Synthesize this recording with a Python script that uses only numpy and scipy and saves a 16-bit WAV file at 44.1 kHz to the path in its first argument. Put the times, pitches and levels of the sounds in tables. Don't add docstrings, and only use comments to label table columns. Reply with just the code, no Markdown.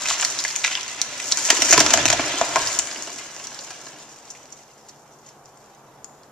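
import sys
import numpy as np
from scipy import signal
from scipy.fft import rfft, irfft, next_fast_len
from scipy.io import wavfile
from scipy.ndimage import uniform_filter1d

SR = 44100
rng = np.random.default_rng(int(sys.argv[2]) if len(sys.argv) > 2 else 0)


def dump_mix(stems):
    frames = np.atleast_2d(stems).T
    limited = np.clip(frames, -1, 1)
    pcm = np.round(limited * 32767).astype(np.int16)
    wavfile.write(sys.argv[1], SR, pcm)


N = 278271
TIME_S = np.arange(N) / SR

# (frequency [Hz], width [Hz], gain [dB])
HOLLOW_MODES = [(312.4, 94, -7), (569, 42, 2.5), (680, 49, -1), (861, 32, 4), (1092, 55, 1.5),
                (1600, 160, 3), (2225, 99, -4), (2870, 150, 0)]


def cracks(air_db=-16.5, ring_q=2.4, impulse_db=3, ragged_db=4, lead_db=-22, lead_share=0.86,
           splinters_per_s=420, splinter_db=-18, splinter_stretch=7, rolloff_db_per_oct=5.5, load_db=4):
    # (time [s], level [dB], branch ring [Hz], tearing time [ms], ring gain [dB])
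    breaks = [(0.0563, -27, 2320, 2.5, -1.5), (0.0635, -30, 2200, 1.2, -8), (0.0733, -34, 4500, 1, -3),
              (0.0853, -24.5, 3800, 4.9, -7), (0.0964, -29, 3100, 0.72, -9), (0.1012, -25.5, 3100, 3.7, -2),
              (0.109, -22.5, 1080, 2.2, -14), (0.1191, -24.5, 3660, 32, -6),
              (0.1985, -24.5, 2280, 2.2, -17), (0.211, -29.5, 7350, 0.43, -1),
              (0.2168, -30, 6200, 0.68, -8), (0.2245, -22.5, 2460, 4, -10), (0.2295, -26.5, 1270, 1.1, 0.5),
              (0.2488, -21.5, 4150, 1.7, -4.5), (0.3886, -33, 4600, 5.5, 4.5),
              (0.4023, -28.5, 6860, 1.2, -23), (0.4394, -26, 5930, 1.7, -18),
              (0.4499, -23, 1650, 1.7, -2.5), (0.4803, -33, 5000, 0.5, -12), (0.4875, -33, 4200, 0.6, -14),
              (0.5037, -30.5, 1790, 1.8, -8), (0.5098, -34, 5800, 0.3, -5), (0.5567, -36, 2950, 0.6, -1),
              (0.5612, -25.5, 7000, 0.5, -1.5), (0.6412, -26.5, 2490, 1.5, 4), (0.646, -19, 2400, 4.5, -4),
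              (0.6608, -30, 3020, 4, 1), (0.6695, -30, 3600, 0.54, -6), (0.6776, -27.5, 2300, 1.6, 0.5),
              (0.7106, -25, 2800, 29, -2.5), (0.725, -31, 2520, 3.5, -11), (0.7526, -31, 2920, 0.4, 8),
              (0.773, -37, 2550, 2.2, 6.5), (0.8313, -35.5, 5450, 0.65, -15), (0.88, -34.5, 4940, 1.4, -23),
              (1.0159, -22.5, 4700, 0.4, -2), (1.2, -36.5, 2220, 2, 5.5), (1.3162, -24, 4400, 0.77, -16),
              (1.3211, -28, 4370, 1.2, 7.5), (1.3232, -25.5, 4470, 0.53, 0), (1.373, -27.5, 6950, 0.7, -6),
              (1.4515, -27, 4700, 1.3, -11), (1.456, -28, 6500, 1.4, -13), (1.469, -28, 5030, 7, -18),
              (1.5028, -6, 2370, 2.25, -8), (1.518, -25, 2200, 6.7, -8), (1.568, -21.5, 2660, 9.8, -11),
              (1.6207, -16, 3160, 1.7, -24), (1.69, -19, 5600, 15, -20), (1.7092, -21.5, 6300, 0.32, -2),
              (1.714, -17, 6070, 0.52, -15), (1.726, -8, 1900, 3.3, -13), (1.7303, -20.5, 6200, 1.2, 3),
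              (1.735, -14, 2400, 9, -5), (1.741, -22, 1300, 5, -6.5), (1.7777, -9, 2000, 1.5, -8),
              (1.781, -21.5, 1600, 6, -8.5), (1.7932, -24, 5900, 0.92, 0.5), (1.8032, -12, 3600, 3, -13),
              (1.809, -23.5, 1900, 4, -7.5), (1.8631, -16, 2450, 2, -18), (1.9052, -17.5, 2530, 5, -6),
              (1.936, -16, 3960, 0.41, -12.5), (1.938, -13, 3300, 1.3, -5.5), (1.9746, -18, 2450, 0.81, -6),
              (2.055, -19.5, 3040, 1.2, -3), (2.0622, -21, 4000, .6, -13), (2.08, -25, 2900, 2, -1),
              (2.086, -24, 3650, 0.7, -13), (2.1017, -15.5, 2730, 1.8, -14), (2.1274, -19, 3050, 3.3, -5.5),
              (2.1955, -32, 2400, 1.9, -1), (2.413, -22, 1800, 2.2, -14), (2.5585, -17, 2100, 2.2, -26),
              (2.672, -37.5, 4730, 2.1, 8.5), (2.7503, -37, 6560, 0.46, -1), (2.7895, -27.5, 7600, 0.64, 6),
              (2.7937, -28, 2750, 3, -10), (2.8716, -39.5, 7050, 0.62, 0), (2.9115, -42, 4500, 3.3, 1),
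              (2.946, -44, 6000, 0.6, -3), (3.0238, -36, 6000, 0.6, -8), (3.1026, -42, 6000, 0.6, -8),
              (3.185, -36.5, 5160, 3.5, -10), (3.364, -42, 5600, 0.55, -3), (3.397, -40.5, 2570, 7, -3),
              (3.4398, -38, 5800, 6.9, -9), (3.47, -38, 5840, 1.5, -4), (3.5454, -42, 6000, 0.5, -5),
              (3.59, -47.5, 4470, 2.4, 7.5), (3.7058, -36.5, 4100, 4.2, -7), (3.8682, -48, 4000, 2.7, -1),
              (4.3023, -42.5, 6700, 9.1, 0.5), (4.3505, -46.5, 2210, 14, -2),
              (4.524, -54.5, 6250, 5.7, 8.5), (4.456, -55, 3900, 0.93, -1.5), (4.887, -47, 6000, 5, -14),
              (4.892, -44.5, 5570, 7.2, -13), (5.263, -53, 6160, 9.8, -1.5), (5.2866, -47, 4500, 10, -16.5),
              (5.4568, -64.5, 6240, 1.4, 7.5), (5.573, -60, 7660, 3.5, 0), (5.749, -64.5, 6490, 1, -1),
              (6.0444, -43, 6800, 0.75, -4), (6.233, -57, 4470, 1.9, -6)]
    # (low edge [Hz], high edge [Hz], trim [dB])
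    bands = [(560, 1030, -11), (1280, 2790, -6), (4070, 8030, -6)]
    lows_hz, highs_hz, trims_db = np.transpose(bands)
    onset = 2048
    out, ms = np.zeros(N + SR), np.arange(-onset, onset) * 1000 / SR
    for s, db, hz, tear_ms, ring_db in breaks:
        noise, roughness = rng.standard_normal((2, len(ms)))
        lead_in = undb(lead_db) * np.exp(-abs(ms) / (lead_share * tear_ms))
        strain = np.where(ms < 0, lead_in, np.exp(-abs(ms) / tear_ms))
        splinter_fade = np.exp(-abs(ms) / (splinter_stretch * tear_ms))
        splinters = (rng.random(len(ms)) < splinters_per_s / SR) * splinter_fade
        tear = unit(noise * undb(ragged_db * roughness)) * strain
        tear += undb(splinter_db) * np.linalg.norm(tear) * splinters * np.sign(noise)
        tear[onset] += undb(impulse_db)
        octaves = abs(np.log2(hz / np.sqrt(lows_hz * highs_hz)))
        levels_db = db + trims_db - rolloff_db_per_oct * (octaves - octaves.min())
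        knock, crack, snap = (burst(band(tear, lo, hi), band_db)
                              for lo, hi, band_db in zip(lows_hz, highs_hz, levels_db))
        air = burst(band(tear, highs_hz[-1], 16000), levels_db[-1] + air_db)
        shudder = burst(ring(ring(roughness * strain, hz, hz / ring_q), hz, hz / ring_q), db + ring_db)
        start = int(s * SR) - onset
        out[start:start + len(ms)] += knock * undb(load_db * grounded(s)) - crack + snap - air + shudder
    return out[:N]


def thumps(impulse_db=15, low_hz=215, top_hz=2400, hollow_db=-2):
    # (time [s], level [dB], pitch [Hz], contact time [ms], lowest-mode gain [dB])
    strikes = [(1.506, -30.5, 620, 7.5, 1.5), (1.525, -28.5, 372, 9.1, -6), (1.59, -30.5, 316, 2, -8),
               (1.6215, -28, 603, 2.5, 3), (1.646, -38, 320, 1.6, -4.5), (1.704, -29, 370, 2.1, -7.5),
               (1.7336, -21.5, 646, 5.3, 9.5), (1.7778, -15, 920, 3.1, 6), (1.7815, -19.5, 640, 1.9, 8),
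               (1.8078, -18.5, 644, 1.6, 8), (1.939, -19, 674, 4.1, -9.5), (1.978, -24, 630, 3.8, 0),
               (2.054, -24.5, 620, 4.1, 2), (2.1278, -22.5, 656, 9.5, -25), (2.1952, -22.5, 600, 0.79, 9),
               (2.34, -32.5, 640, 4, 11), (2.4128, -16, 613, 0.9, 0.5), (2.43, -37, 715, 4, -9),
               (2.5585, -16, 1010, 12, -13.5), (2.563, -23.5, 630, 8.8, -6)]
    # (frequency / pitch [ratio], width / frequency [ratio], gain [dB])
    bending_modes = [(.49, .3, 7), (1.001, 0.36, 11.5), (2.1, 0.6, -15.5)]
    out, ms = np.zeros(N + SR), np.arange(8192) * 1000 / SR
    for s, db, hz, contact_ms, heft_db in strikes:
        push = scuff(ms, contact_ms, impulse_db)
        lowest, *upper = (undb(mode_db) * ring(push, hz * ratio, hz * ratio * width)
                          for ratio, width, mode_db in bending_modes)
        blow = undb(heft_db) * lowest + sum(upper)
        hollow = sum(undb(hollow_db + mode_db) * ring(blow, mode_hz, width_hz)
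                     for mode_hz, width_hz, mode_db in HOLLOW_MODES)
        start = int(s * SR)
        out[start:start + len(ms)] += burst(band(blow + hollow, low_hz, top_hz, order=4), db)
    return out[:N]


def twigs(level_db, per_s=1000, spread_db=1.5, flurry_db=2.26):
    pitched = sum(ring(clicks(per_s / 8, spread_db), hz, hz / 3) for hz in np.geomspace(1000, 3400, 8))
    crackle = unit(pitched) + undb(7) * unit(clicks(per_s, spread_db))
    return unit(band(crackle, 750, 3900)) * undb(level_db + flurry_db * walk(29.91))


def needles(level_db, per_s=2400, spread_db=4.5, flurry_db=-1.33):
    patter = clicks(per_s, spread_db)
    swish = band(patter, 4200, 8850) + undb(-12) * band(patter, 1500, 14000)
    return unit(swish) * undb(level_db + flurry_db * walk(24.71))


def fibres(level_db, per_s=260, spread_db=3, snap_q=1.3, tearing_db=7, free_s=0.93):
    snaps = sum(ring(clicks(per_s / 6, spread_db), hz, hz / snap_q) / np.sqrt(hz)
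                for hz in np.geomspace(1500, 6500, 6))
    hanging = np.clip((free_s - TIME_S) * 10, 0, 1)
    return unit(band(snaps, 900, 8500)) * undb(level_db + tearing_db * hanging)


def boughs(level_db, per_s=700, spread_db=2.5, airborne_db=-3, ease_db=3, ease_from_s=2, ease_time_s=0.55):
    # (frequency [Hz], width [Hz], gain [dB])
    modes = [(238, 85, -0.5), (317, 77, 3.5), (600, 180, 1), (1085, 550, -9)]
    knocks = clicks(per_s, spread_db)
    deep, upper = (band(body(knocks, part), 205, 1700, order=3) for part in (modes[:2], modes[2:]))
    eased = np.clip((TIME_S - ease_from_s) / ease_time_s, 0, 1)
    deep_db = airborne_db * (1 - grounded(TIME_S)) - ease_db * eased
    return (deep * undb(deep_db) + upper) / np.std(deep + upper) * undb(level_db)


def ground(floor_db, per_s=240, spread_db=2.5, rise_db_per_s=96, fall_db_per_s=73):
    # (time [s], level [dB])
    jolts = [(0.109, -57.5), (0.55, -66), (1.38, -59), (1.781, -41), (2.06, -38), (2.15, -49), (2.6, -49)]
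    # (frequency [Hz], width [Hz], gain [dB])
    modes = [(42, 38, -21.5), (79, 9, -8), (135, 31, -8)]
    jolt_db = np.max([db - np.maximum(rise_db_per_s * (s - TIME_S), fall_db_per_s * (TIME_S - s))
                      for s, db in jolts], axis=0)
    thuds = band(body(clicks(per_s, spread_db), modes), 22.07, 240)
    return unit(thuds) * undb(np.maximum(jolt_db, floor_db))


def settling(level_db, from_s=2.5, per_s=130, spread_db=2.5, slip_ms=2.6, impulse_db=12, dry_db=-17):
    # (time [s], level [dB])
    ticks = [(2.872, -38), (2.913, -37), (2.96, -35.5), (3.005, -46), (3.073, -35), (3.095, -39.5),
             (3.163, -46), (3.258, -44.5), (3.365, -47), (3.399, -41), (3.517, -42), (3.589, -44),
             (3.706, -40), (3.75, -49), (3.8, -48), (3.868, -42.5)]

    def wood(push):
        return band(body(push, HOLLOW_MODES) + undb(dry_db) * push, 260, 5500)

    slipping = np.clip((TIME_S - from_s) * 10, 0, 1)
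    small_ticks = unit(wood(clicks(per_s, spread_db))) * undb(level_db) * slipping
    out, ms = np.pad(small_ticks, (0, SR)), np.arange(4096) * 1000 / SR
    for s, db in ticks:
        start = int(s * SR)
        out[start:start + len(ms)] += burst(wood(scuff(ms, slip_ms, impulse_db)), db)
    return out[:N]


def forest(x, wet_db, t60_low_s, t60_high_s, near_db, near_s):
    t = TIME_S[:int(0.7 * SR)]
    scatter = diffuse(rng.standard_normal((2, len(t))), alike_hz=1590)
    low = lowpass(scatter, 2500)
    wash = low * 1000. ** (-t / t60_low_s) + (scatter - low) * 1000. ** (-t / t60_high_s)
    out = x + undb(wet_db) * signal.oaconvolve(x[None], unit(wash), axes=1)[:, :N] / np.sqrt(len(t))
    size = 1024
    starts = np.arange(0, N - 2 * size, size)
    for start, pick in zip(starts, rng.integers(0, len(t) - size, len(starts))):
        near = unit(scatter[:, pick:pick + size] * np.exp(-t[:size] / near_s)) / np.sqrt(size)
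        echoes = irfft(rfft(near, 2 * size) * rfft(x[start:start + size], 2 * size))
        out[:, start:start + 2 * size] += undb(near_db) * echoes
    return out


def house_wall(x, delay_s=0.00288, gain=0.3, top_hz=2000):
    delayed = np.pad(x, ((0, 0), (int(delay_s * SR), 0)))[:, :N]
    return x + gain * lowpass(delayed, top_hz)


def road(flutter_db=0.5):
    # (frequency [Hz], relative density [dB])
    spectrum = [(25, -17.5), (60, -14), (100, -11), (130, 0.5), (185, -8), (250, -5), (400, -0.5),
                (520, -2), (800, 1.5), (1100, -3.5), (1600, -11), (2500, -25), (4000, -34), (8000, -35)]
    # (time [s], level [dB])
    levels = [(0, -46), (4.6, -51.5), (5.3, -51.5), (5.9, -49.5), (6.3, -51.5)]
    hz, db = np.transpose(spectrum)
    size = next_fast_len(N + N % 2, real=True)
    bins_hz = np.maximum(np.arange(size // 2 + 1) * SR / size, 1)
    noise = diffuse(rng.standard_normal((2, size)), alike_hz=2100)
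    tyres = irfft(rfft(noise) * undb(np.interp(np.log(bins_hz), np.log(hz), db)), size)[:, :N]
    return unit(tyres) * undb(curves(levels)[0] + flutter_db * walk(8))


def engine(base_hz=67.3, level_db=-66.5, third_db=-6.5, waver=0.012, fading_db=2.5,
           rev_s=2, rev_time_s=0.17, rev_hz=5.4, rev_db=4, bright_db=3):
    throttle = (1 + np.tanh((TIME_S - rev_s) / rev_time_s)) / 2
    hz = base_hz + rev_hz * throttle
    phase = 2 * np.pi * np.cumsum(hz * (1 + waver * walk(7.1))) / SR
    second = np.sin(2 * phase) * undb(fading_db * walk(11))
    third = np.sin(3 * phase) * undb(third_db + bright_db * throttle + fading_db * walk(9))
    return np.sqrt(2) * undb(level_db + rev_db * throttle) * (second + third)


def breeze(level_db=-72, top_hz=110):
    return unit(band(rng.standard_normal((2, N)), 15, top_hz, order=1)) * undb(level_db)


def port(x, peak_hz, peak_width_hz, dip_hz, dip_width_hz):
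    def pair(hz, width_hz):
        root = np.exp((-np.pi * width_hz + 2j * np.pi * hz) / SR)
        taps = np.poly([root, root.conjugate()]).real
        return taps / taps.sum()
    return signal.lfilter(pair(dip_hz, dip_width_hz), pair(peak_hz, peak_width_hz), x)


def grounded(s, touch_s=0.62, down_s=2.3):
    return np.clip((s - touch_s) / (down_s - touch_s), 0, 1)


def scuff(ms, decay_ms, impulse_db):
    push = rng.standard_normal(len(ms)) * np.exp(-ms / decay_ms)
    push[0] += undb(impulse_db)
    return push


def clicks(per_s, spread_db, max_per_s=6000):
    when, chance, draw, sign = rng.random((max_per_s * N // SR, 4)).T
    size = undb(spread_db * np.minimum(-np.log(1 - draw), 5)) * (chance < per_s / max_per_s)
    return np.bincount((when * N).astype(int), size * np.sign(sign - 0.5), N)


def walk(rate_hz):
    hold = int(SR / rate_hz)
    steps = np.repeat(rng.standard_normal(N // hold + 1), hold)
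    return unit(uniform_filter1d(uniform_filter1d(steps, hold), hold)[:N])


def diffuse(pair, alike_hz, max_coherence=0.98):
    count = pair.shape[1]
    coherence = max_coherence / (1 + (np.arange(count // 2 + 1) * SR / count / alike_hz) ** 2)
    mid, side = rfft(pair) * np.sqrt([1 + coherence, 1 - coherence])
    return irfft(np.array([mid + side, mid - side]), count) / np.sqrt(2)


def ring(x, hz, width_hz):
    return signal.lfilter(*signal.iirpeak(hz, hz / width_hz, fs=SR), x)


def body(x, modes):
    return sum((-1) ** k * undb(db) * ring(x, hz, width_hz) for k, (hz, width_hz, db) in enumerate(modes))


def band(x, lo_hz, hi_hz, order=2):
    return signal.sosfilt(signal.butter(order, [lo_hz, hi_hz], "bandpass", fs=SR, output="sos"), x)


def lowpass(x, hz):
    return signal.sosfilt(signal.butter(1, hz, fs=SR, output="sos"), x)


def burst(x, db):
    return undb(db) * x / np.sqrt(np.sum(x ** 2) * 100 / SR)


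def curves(table):
    s, *columns = np.transpose(table)
    return [np.interp(TIME_S, s, column) for column in columns]


def undb(db):
    return 10 ** (np.asarray(db) / 20)


def unit(x):
    return x / np.sqrt(np.mean(x ** 2))


def scene(rest_s=4.65, settle_db_per_s=26, weight_db=7.5):
    # (time [s], twig base level [dB], needle base level [dB])
    crown_levels = [(0.0, -35, -33.5), (0.6, -41.5, -35.5), (0.83, -41, -42.5), (1.07, -39, -42.5),
                    (1.34, -36.5, -33), (1.53, -37.5, -28), (1.67, -29.5, -26.5), (1.93, -29.5, -33.5),
                    (2.14, -31, -36.5), (2.67, -35, -30.5), (2.86, -41.5, -37), (3.16, -46, -42),
                    (3.48, -48, -43), (3.76, -48, -46), (4.01, -51.5, -50), (4.41, -59.5, -54),
                    (4.94, -66.5, -60.5), (6.31, -66.5, -67)]
    twig_db, needle_db = curves(crown_levels)
    heavy_db = twig_db - settle_db_per_s * np.maximum(TIME_S - rest_s, 0)
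    crown = twigs(twig_db - 3.5) + needles(needle_db - 9)
    wood = boughs(heavy_db - 15.5 + weight_db * grounded(TIME_S)) + ground(heavy_db - 31)
    rustle = forest(crown + wood, wet_db=-3, t60_low_s=0.78, t60_high_s=0.2, near_db=2, near_s=0.011)
    breaks = forest(cracks() + fibres(heavy_db - 10),
                    wet_db=-9, t60_low_s=1, t60_high_s=0.67, near_db=-5.5, near_s=0.0098)
    blows = forest(thumps() + settling(heavy_db - 6),
                   wet_db=-6, t60_low_s=0.8, t60_high_s=0.73, near_db=-6.5, near_s=0.014)
    return house_wall(rustle + breaks + blows + engine()) + road() + breeze()


def record(dry, hiss_db=-63, top_hz=14400):
    # (peak [Hz], peak width [Hz], dip [Hz], dip width [Hz])
    ports = [(6934, 1020, 7350, 5300), (6025, 940, 9000, 3500)]
    heard = np.array([port(x, *shape) for x, shape in zip(dry, ports)])
    heard = np.clip(heard + undb(hiss_db) * rng.standard_normal((2, N)), -1, 1)
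    return signal.sosfilt(signal.ellip(8, 0.2, 60, top_hz, fs=SR, output="sos"), heard)


dry = scene()
out = record(dry)
dump_mix(out)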